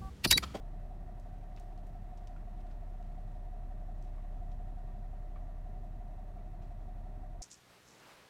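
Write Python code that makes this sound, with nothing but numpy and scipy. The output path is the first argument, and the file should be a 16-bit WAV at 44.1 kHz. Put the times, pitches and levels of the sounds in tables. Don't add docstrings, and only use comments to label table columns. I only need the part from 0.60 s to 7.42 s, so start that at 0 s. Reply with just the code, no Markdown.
import sys
import numpy as np
from scipy import signal
from scipy.fft import rfft, irfft
from scipy.io import wavfile

SR = 44100
rng = np.random.default_rng(int(sys.argv[2]) if len(sys.argv) > 2 else 0)


def waveform_to_disk(signal):
    frames = np.transpose(np.atleast_2d(signal))
    scaled = np.clip(frames, -1, 1) * 32767
    samples = np.round(scaled).astype(np.int16)
    wavfile.write(sys.argv[1], SR, samples)


N = 300762

# time_s, firing_rate_hz
FIRING_RATE = [(0, 34.21), (0.18, 34.05), (0.45, 34.68), (0.95, 34.68), (1.2, 34.41), (1.55, 34.61),
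               (2.0, 34.11), (3.2, 33.86), (3.85, 33.56), (4.2, 33.89), (5.1, 33.97), (5.75, 34.54),
               (6.4, 34.21), (6.82, 34.58)]
# frequency_hz, relative_density_db
RUMBLE_SPECTRUM = [(20, -40), (32, -7), (52, -1.5), (95, -3), (135, -9), (200, -7.5), (250, -12),
                   (400, -13), (490, -24.5), (700, -29), (1200, -50)]
# frequency_hz, relative_density_db
AIR_SPECTRUM = [(300, -8.5), (600, 0.5), (900, 4.5), (1150, 0), (1500, -3), (2000, -3.5), (2300, -10),
                (3000, -13.5), (4000, -13.5), (4900, -21), (5700, -18), (7500, -23.5), (11000, -23.5),
                (15500, -33.5)]
# centre_hz, width_hz, level_db
BAY_MODES = [(614.4, 74, -68), (702, 24, -70.5), (739.6, 12, -70.5), (786.4, 8.7, -77), (835, 13, -81),
             (945, 52, -77.5), (1159, 36, -82), (1323, 8.3, -86), (1380, 10, -93.5), (1842, 72, -83.5),
             (1955, 36, -90), (2576, 160, -89)]
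# frequency_hz, relative_density_db
CLOTH_SPECTRUM = [(1500, 8), (3500, 1), (6500, -8), (9000, -7.5), (15000, -29)]
# start_s, length_s, level_db
ARM_MOVES = [(0, 0.11, -87), (0.593, 2.1, -85), (3.35, .65, -85), (6.014, 0.074, -81)]
# start_s, level_db, centre_hz, decay_s
GRIP_CLICKS = [(0.597, -61, 6500, 0.0021), (.963, -54.5, 3900, 0.0015), (0.973, -60.5, 2090, 0.0085),
               (0.995, -73, 3500, .012), (0.9978, -59, 7040, 0.0024), (1.176, -64.5, 3900, 0.0023),
               (1.269, -61.5, 8200, .0013), (1.573, -68, 4300, 0.0093), (1.672, -59.5, 4250, 0.0046),
               (2.003, -69.5, 3300, .006), (2.11, -70.5, 3400, 0.012), (2.426, -68, 3900, .003),
               (3.424, -59.5, 5100, 0.0019), (3.447, -70, 4500, .003), (3.914, -70, 3740, .009),
               (6.02, -71, 3250, .016)]
# start_s, level_db, pitch_hz, decay_s, upper_mode_db
KNUCKLE_TAPS = [(1.763, -55, 1410, .007, -24), (2.11, -66, 1460, .008, -14), (3.581, -58, 1120, .007, -12),
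                (4.760, -50.5, 1165, .0045, -11), (5.785, -64, 1180, .007, -4)]

CYLINDERS, IDLE_FIRING_HZ = 6, 34


def from_db(db):
    return 10 ** (np.asarray(db) / 20)


def unit_power(x):
    return x / np.sqrt(np.mean(x ** 2) + 1e-20)


def noise(gain_at, size=N):
    hz = np.maximum(np.fft.rfftfreq(size, 1 / SR), 1e-3)
    return unit_power(irfft(rfft(rng.standard_normal(size)) * gain_at(hz), size))


def coloured(spectrum):
    freqs, levels = np.transpose(spectrum)
    envelope = lambda hz: from_db(np.interp(np.log(hz), np.log(freqs), levels))
    return noise(lambda hz: envelope(hz) * np.minimum(hz / freqs[0], 1) ** 2)


def resonant(centre_hz, width_hz):
    return noise(lambda hz: 1 / (1 + ((hz - centre_hz ** 2 / hz) / (1.55 * width_hz)) ** 2))


def drift(corner_hz, size=N):
    return noise(lambda hz: 1 / (1 + (hz / corner_hz) ** 4), size)


def firing_hz():
    return np.interp(np.arange(N) / SR, *np.transpose(FIRING_RATE))


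def throb_level(idle_db=-41.5, labour_db_per_hz=4.5):
    return idle_db + labour_db_per_hz * (IDLE_FIRING_HZ - firing_hz())


def exhaust(firings, second_harmonic_db=-19.5):
    angle = 2 * np.pi * firings
    swing = np.cos(angle) - from_db(second_harmonic_db) * np.cos(2 * angle)
    return from_db(throb_level()) * np.sqrt(2) * swing


def shake_level(order, level_db=-59.5, low_hz=43.3, high_hz=89.7, fall_db_per_octave=11):
    if order % CYLINDERS == 0:
        drive_db = 0
    elif order % 2 == 0:
        drive_db = -4.5
    elif order % (CYLINDERS // 2) == 0:
        drive_db = -3.5
    else:
        drive_db = -12
    hz = order * IDLE_FIRING_HZ / CYLINDERS
    band_db = 40 * np.log10(min(hz / low_hz, 1)) - fall_db_per_octave * max(np.log2(hz / high_hz), 0)
    return level_db + drive_db + band_db


def block(firings, unsteady=0.31, rumble_db=-58, pulse_db=1.0, throb_coupling=0.098):
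    shake = np.zeros(N)
    drifts = [drift(2.3) for _ in range(CYLINDERS)]
    for order in range(4, 46):
        if order in (CYLINDERS, 2 * CYLINDERS):
            continue
        angle = 2 * np.pi * (order * firings / CYLINDERS + rng.random())
        swell, wobble = (unsteady * drifts[i] for i in rng.permutation(CYLINDERS)[:2])
        shake += from_db(shake_level(order)) * np.sqrt(2) * (1 + swell) * np.cos(angle + wobble)
    throb_db = throb_level()
    shake *= from_db(throb_coupling * (throb_db - throb_db.mean()))
    rumble = coloured(RUMBLE_SPECTRUM) * from_db(rumble_db + pulse_db * np.cos(2 * np.pi * firings))
    return shake + rumble


def belt_slips(first_firings=5.22, spacing_firings=.815, pitch_hz=712, hard_db=-53, weak_db=-62):
    for k in range(6):
        place = (first_firings + k * spacing_firings) % CYLINDERS
        yield place, pitch_hz, weak_db + 0.86 * (k - 1) if k else hard_db
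        yield place + 0.29, 610.5, -66.5


def belt(firings, sag_hz=35, scatter_hz=8, uneven_db=1.0, waver_hz=7):
    out, waver = np.zeros(N), waver_hz * drift(60)
    for place, pitch_hz, level_db in belt_slips():
        cycles = (firings - place) / CYLINDERS + .5
        chirp_index = np.floor(cycles).astype(int) + 1
        past_peak = (cycles % 1 - .5) * CYLINDERS
        strength, detune, phase = rng.standard_normal((chirp_index.max() + 1, 3))[chirp_index].T
        sag = sag_hz * (1 - np.exp(2 * np.minimum(past_peak, .5)))
        hz = pitch_hz + sag + scatter_hz * detune + waver
        width_firings = np.where(past_peak < 0, .35, .168)
        swell = np.exp(-.5 * (past_peak / width_firings) ** 2)
        tone = np.sqrt(2) * np.sin(2 * np.pi * (np.cumsum(hz) / SR + phase))
        out += from_db(level_db + uneven_db * strength) * swell * tone
    return out


def engine_bay(firings, air_db=-70.0, air_pulse_db=0.62, ring_pulse_db=-1.5):
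    ringing = sum(from_db(level_db) * resonant(hz, width_hz) for hz, width_hz, level_db in BAY_MODES)
    turn_pulse = np.cos(2 * np.pi * (2 * firings / CYLINDERS - .75))
    firing_pulse = np.cos(2 * np.pi * (firings - .35))
    air = coloured(AIR_SPECTRUM) * from_db(air_db + air_pulse_db * (turn_pulse + firing_pulse))
    return air + ringing * from_db(ring_pulse_db * np.cos(2 * np.pi * (firings - .4)))


def sleeve(rest_db=-92, attack_s=0.025, release_s=0.21, clump_db=3.5):
    t, rub = np.arange(N) / SR, from_db(rest_db)
    for start_s, length_s, level_db in ARM_MOVES:
        rise = np.clip((t - start_s) / attack_s, 0, 1)
        fall = np.exp(-np.maximum(t - start_s - length_s, 0) / release_s)
        rub = rub + from_db(level_db) * rise * fall
    return rub * unit_power(coloured(CLOTH_SPECTRUM) * from_db(clump_db * drift(56)))


def grip_clicks(spread_octaves=0.97, case_hz=5900, case_width_hz=540, tail_db=-21, tail_s=0.083):
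    out, t = np.zeros(N + SR), np.arange(SR // 4) / SR
    case = lambda hz: 1 + from_db(-8) / (1 + (2 * (hz - case_hz) / case_width_hz) ** 2)
    attack = 1 - np.exp(-t / .0006)
    for start_s, level_db, centre_hz, decay_s in GRIP_CLICKS:
        band = lambda hz: 1 / (1 + (np.log2(hz / centre_hz) / spread_octaves) ** 4)
        burst = noise(lambda hz: case(hz) * band(hz) * np.minimum(centre_hz / hz, 1) ** .5, len(t))
        grit = from_db(2 * drift(500, len(t)))
        fade = grit * np.exp(-t / decay_s) + from_db(tail_db) * np.exp(-t / tail_s)
        at = round(start_s * SR)
        out[at:at + len(t)] += from_db(level_db) * burst * attack * fade
    return out[:N]


def knuckle_taps(upper_ratio=1.93, thud_db=-14, thud_s=0.023):
    out, t = np.zeros(N + SR), np.arange(SR // 4) / SR
    for start_s, level_db, pitch_hz, decay_s, upper_mode_db in KNUCKLE_TAPS:
        angle = 2 * np.pi * pitch_hz * t
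        modes = np.sin(angle) + from_db(upper_mode_db) * np.sin(upper_ratio * angle)
        thud = noise(lambda hz: 1 / (1 + np.log2(hz / pitch_hz) ** 4), len(t))
        tap = modes * np.exp(-t / decay_s) + from_db(thud_db) * thud * np.exp(-t / thud_s)
        at = round(start_s * SR)
        out[at:at + len(t)] += from_db(level_db) * tap
    return out[:N]


def scene():
    firings = .27 + np.cumsum(firing_hz()) / SR
    engine = exhaust(firings) + block(firings) + belt(firings) + engine_bay(firings)
    return (engine + grip_clicks() + knuckle_taps() + sleeve())[None]


def record(dry, port_hz=10500, port_width_hz=600, port_depth=0.52, cutoff_hz=15700):
    notched = signal.lfilter(*signal.iirnotch(port_hz, port_hz / port_width_hz, fs=SR), dry)
    heard = dry + port_depth * (notched - dry)
    return signal.sosfilt(signal.ellip(12, .1, 80, cutoff_hz, fs=SR, output="sos"), heard)


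dry = scene()
out = record(dry)
waveform_to_disk(out)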